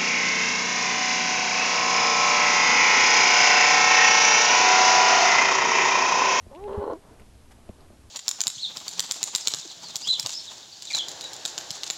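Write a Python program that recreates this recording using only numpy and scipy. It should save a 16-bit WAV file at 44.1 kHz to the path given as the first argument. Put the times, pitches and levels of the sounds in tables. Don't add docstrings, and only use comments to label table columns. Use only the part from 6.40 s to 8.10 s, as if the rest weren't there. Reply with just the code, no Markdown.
import sys
import numpy as np
from scipy import signal
from scipy.fft import rfft, irfft
from scipy.io import wavfile
from scipy.ndimage import uniform_filter1d

SR = 44100
rng = np.random.default_rng(int(sys.argv[2]) if len(sys.argv) > 2 else 0)


def wrap_up_sound(samples):
    columns = np.atleast_2d(samples).T
    tamed = np.clip(columns, -1, 1)
    steps = np.round(tamed * 32767).astype(np.int16)
    wavfile.write(sys.argv[1], SR, steps)


N = 74970
T = np.arange(N) / SR

# time in seconds, pitch in Hz.
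MOAN_PITCH = [(.11, 252), (.124, 270), (.146, 283), (.173, 350), (.2, 380), (.228, 409), (.266, 419),
              (.284, 384), (.315, 392), (.345, 404), (.368, 416), (.405, 407), (.48, 396), (.525, 325),
              (.56, 317), (.572, 395), (.6, 410)]
# time in seconds, level in dB.
CLEAR_LEVEL = [(.10, -77), (.116, -52), (.145, -44), (.2, -42), (.22, -41), (.265, -34), (.29, -39.5),
               (.36, -35), (.405, -34.5), (.44, -36.5), (.475, -44.5), (.5, -47), (.538, -37.5), (.56, -42),
               (.578, -49), (.6, -80)]
HOARSE_LEVEL = [(0.099, -71.5), (0.115, -47), (0.132, -49.5), (0.148, -67.5), (0.268, -68), (.276, -37.5),
                (.315, -36), (.355, -35.5), (.37, -38), (0.411, -37.5), (.43, -37)]
GROWL_LEVEL = [(0.41, -54.5), (0.418, -32.5), (0.432, -33.5), (.445, -29), (0.458, -36.5), (0.47, -28.5),
               (.497, -31), (.508, -29), (.536, -30.5), (0.545, -67)]
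# time in seconds, gain in dB.
OVERTONE_LIFT = [(.12, 1), (.15, 3), (.18, 3), (.215, 4), (.265, 1), (.3, -10), (.38, -3), (.54, -2.5),
                 (.58, -7.5)]
# frequency in Hz, relative gain in dB.
CLEAR_THROAT = [(255, -8), (300, 1.5), (400, 6), (540, 8.5), (700, -8), (840, 0.5), (1060, -8),
                (1150, -9.5), (1235, -36), (1700, -29), (2400, -32), (4000, -39)]
HOARSE_THROAT = [(80, -53.5), (230, -2.5), (300, -19), (370, -4), (470, -2.5), (560, 4), (670, -14.5),
                 (850, -5), (980, -5.5), (1150, -10), (1240, -19.5), (1400, -18.5), (1680, -24.5),
                 (1930, -27), (2350, -38.5), (3050, -32), (3780, -41), (4030, -35), (4600, -45.5),
                 (12000, -54)]
GROWL_THROAT = [(80, -45), (220, -16), (330, -9), (405, -5.5), (478, 2.5), (560, -1.5), (635, -18.5),
                (695, -4), (760, -19.5), (840, -8), (940, -12.5), (1085, -7), (1150, -16.5), (1230, -39),
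                (1290, -24), (1430, -18.5), (1650, -41.5), (1780, -32), (2400, -52), (3050, -39),
                (3600, -51), (4150, -38.5), (4500, -50), (5200, -70), (12000, -75)]
# start in seconds, peak level in dB.
BODY_THUD = [(.371, -23)]
PAW_KNOCKS = [(.063, -39), (1.2905, -28.5), (1.501, -38.5), (1.528, -50)]
# frequency in Hz, relative gain in dB, seconds to fall 60 dB.
THUD_MODES = [(80.5, 9, 0.11), (107, -18, .05), (203.5, 5, 0.11)]
KNOCK_MODES = [(91.4, 0, 0.047), (207, -1, 0.042), (360, 2.5, 0.024), (623, 7.5, 0.015), (1082, 0.5, 0.039),
               (1480, -18, 0.014)]
# start in seconds, level in dB, centre in Hz, decay in seconds.
STALK_CRACKLES = [(0.15, -41.5, 2800, 0.0015), (0.159, -53.5, 2940, 0.0039), (.24, -42.5, 2280, 0.0017),
                  (0.279, -52.5, 3260, 0.0034), (0.331, -50.5, 3060, 0.0045), (.533, -52.5, 5450, 0.0025),
                  (.798, -52, 2200, 0.0038), (0.819, -51, 2580, .003), (1.291, -53, 2810, 0.0022),
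                  (1.407, -56, 4000, 0.0028)]
# midpoint in seconds, level in dB, half length in seconds.
FUR_BRUSHES = [(.8, -57, 0.0061), (1.119, -52, 0.0077)]
# time in seconds, level in dB.
SHUFFLE_LEVEL = [(0, -65), (.075, -57), (.2, -52.5), (.3, -49.5), (.6, -54.5), (.74, -52), (.82, -55.5),
                 (.92, -71.5), (1.1, -58), (1.3, -58), (1.5, -56.5), (1.7, -65)]
RUMBLE_LEVEL = [(0, -52.5), (.08, -52.5), (.17, -56), (.27, -48), (.6, -70.5), (.81, -52), (1.05, -51.5),
                (1.25, -57.5), (1.37, -52), (1.47, -55.5), (1.61, -53), (1.7, -48)]
# frequency in Hz, relative gain in dB.
BRUSH_COLOUR = [(200, -11), (700, 0.5), (2200, -4), (4000, -14), (11000, -13.5)]
SHUFFLE_COLOUR = [(60, 8.5), (250, -1.5), (450, -1), (700, -4), (1100, -6.5), (1800, -19), (5000, -36)]
RUMBLE_COLOUR = [(12, 3), (38, -7.5), (55, 1.5), (82, 2), (125, -11.5), (200, -16), (400, -27), (1500, -87)]
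HISS_COLOUR = [(100, -7.5), (250, 1.5), (400, -6.5), (700, -7.5), (1100, -13), (1800, -15.5), (3000, -17),
               (6000, -19.5), (11500, -21)]


def bear_moan(smooth_waver=.0014, rough_waver=.018):
    rough = envelope(HOARSE_LEVEL) + envelope(GROWL_LEVEL)
    rough_share = rough / (rough + envelope(CLEAR_LEVEL) + 1e-9)
    waver = (smooth_waver + rough_waver * rough_share) * wander(rate_hz=150)
    hz = curve(MOAN_PITCH) * (1 + waver)
    hoarse = rough_voice(hz, HOARSE_LEVEL, HOARSE_THROAT, jitter=.2, snap_db=-7.5)
    growl = rough_voice(hz, GROWL_LEVEL, GROWL_THROAT, jitter=.18, snap_db=-.5)
    return clear_voice(hz) + hoarse + growl


def clear_voice(hz, harmonics=10):
    phase = 2 * np.pi * np.cumsum(hz) / SR
    k = np.arange(1, harmonics + 1)[:, None]
    gains = response(k * hz, CLEAR_THROAT) * undb((k > 1) * curve(OVERTONE_LIFT))
    tone = (gains * np.cos(k * phase)).sum(axis=0)
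    rms = np.sqrt((gains ** 2).sum(axis=0) / 2)
    return tone / rms * envelope(CLEAR_LEVEL)


def rough_voice(hz, level, throat, jitter, snap_db, sputter_hz=85.06, air_db=-19.5):
    cycles = uneven(np.cumsum(hz) / SR, jitter)
    sputter_cycles = uneven(T * sputter_hz, jitter=.17)
    flutter = fold_pulses(cycles)
    snaps = fold_pulses(sputter_cycles)
    air = unit(noise() * np.exp(-2 * (cycles % 1)))
    source = flutter + undb(snap_db) * snaps + undb(air_db) * air
    voice = colour(source - source.mean(), throat)
    running_rms = np.sqrt(uniform_filter1d(voice ** 2, int(.022 * SR)))
    return voice / running_rms * envelope(level)


def fold_pulses(cycles, shimmer_db=2):
    pulses = np.diff(np.floor(cycles), prepend=0)
    return unit(pulses * undb(shimmer_db * np.clip(noise(), -2, 2)))


def ground_blows(rows, modes, contact_s):
    ring = sum(undb(db) * np.cos(2 * np.pi * hz * T) * die_away(t60) for hz, db, t60 in modes)
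    onset = 1 - np.exp(-T / contact_s)
    push = np.sin(np.pi * np.minimum(T / contact_s, 1))
    blow = signal.fftconvolve(ring * onset, push)[:N]
    blow /= np.abs(blow).max()
    return sum(undb(db) * np.interp(T - start, T, blow, left=0) for start, db in rows)


def bedding(flicker_db=3, crackle_octaves=.42):
    flickering = noise() * undb(flicker_db * wander(rate_hz=30))
    rustle = colour(flickering, SHUFFLE_COLOUR) * undb(curve(SHUFFLE_LEVEL))
    octave = np.log2(np.maximum(np.fft.rfftfreq(N, 1 / SR), 1))
    for start, db, hz, decay in STALK_CRACKLES:
        band = 1 / (1 + ((octave - np.log2(hz)) / crackle_octaves) ** 2) ** 2
        snap = unit(irfft(rfft(noise()) * band, N))
        rustle += undb(db) * snap * (T >= start) * np.exp(-np.abs(T - start) / decay)
    strokes = sum(undb(db) * np.exp(-.5 * ((T - mid) / half) ** 2) for mid, db, half in FUR_BRUSHES)
    return rustle + strokes * colour(noise(), BRUSH_COLOUR)


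def den_walls(x, tail_db=-15, t60_s=.11):
    tail = noise() * die_away(t60_s) * (T > .003)
    tail /= np.sqrt(np.sum(tail ** 2))
    return x + undb(tail_db) * signal.fftconvolve(x, tail)[:N]


def room_tone(hiss_db=-58):
    rumble = colour(noise(), RUMBLE_COLOUR) * undb(curve(RUMBLE_LEVEL))
    return rumble + colour(noise(), HISS_COLOUR) * undb(hiss_db)


def undb(db):
    return 10 ** (np.asarray(db) / 20)


def unit(x):
    return x / np.sqrt(np.mean(x ** 2))


def die_away(t60_s):
    return np.exp(-np.log(1000) * T / t60_s)


def curve(rows):
    return np.interp(T, *np.array(rows).T)


def envelope(rows):
    return undb(curve(rows)) * (T > rows[0][0]) * (T < rows[-1][0])


def response(hz, points):
    row_hz, db = np.array(points).T
    return undb(np.interp(np.log(np.maximum(hz, 1)), np.log(row_hz), db))


def colour(x, points):
    hz = np.arange(N + 1) * SR / (2 * N)
    cepstrum = irfft(np.log(response(hz, points)))
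    cepstrum[1:N] *= 2
    cepstrum[N + 1:] = 0
    return unit(irfft(rfft(x, 2 * N) * np.exp(rfft(cepstrum)))[:N])


def noise():
    return rng.standard_normal(N)


def wander(rate_hz):
    width = int(SR / rate_hz)
    return unit(uniform_filter1d(uniform_filter1d(noise(), width), width))


def uneven(cycles, jitter):
    lengths = np.exp(jitter * rng.standard_normal(size=2000))
    return np.interp(cycles, np.cumsum(lengths) - lengths[0], np.arange(len(lengths)))


def scene():
    moan = bear_moan()
    thud = ground_blows(BODY_THUD, THUD_MODES, contact_s=.003)
    knocks = ground_blows(PAW_KNOCKS, KNOCK_MODES, contact_s=.0014)
    background = room_tone()
    return (den_walls(moan + bedding()) + thud + knocks + background)[None]


def record(dry):
    top_hz = 11950
    return signal.sosfilt(signal.ellip(10, .2, 60, top_hz, fs=SR, output="sos"), dry)


dry = scene()
out = record(dry)
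wrap_up_sound(out)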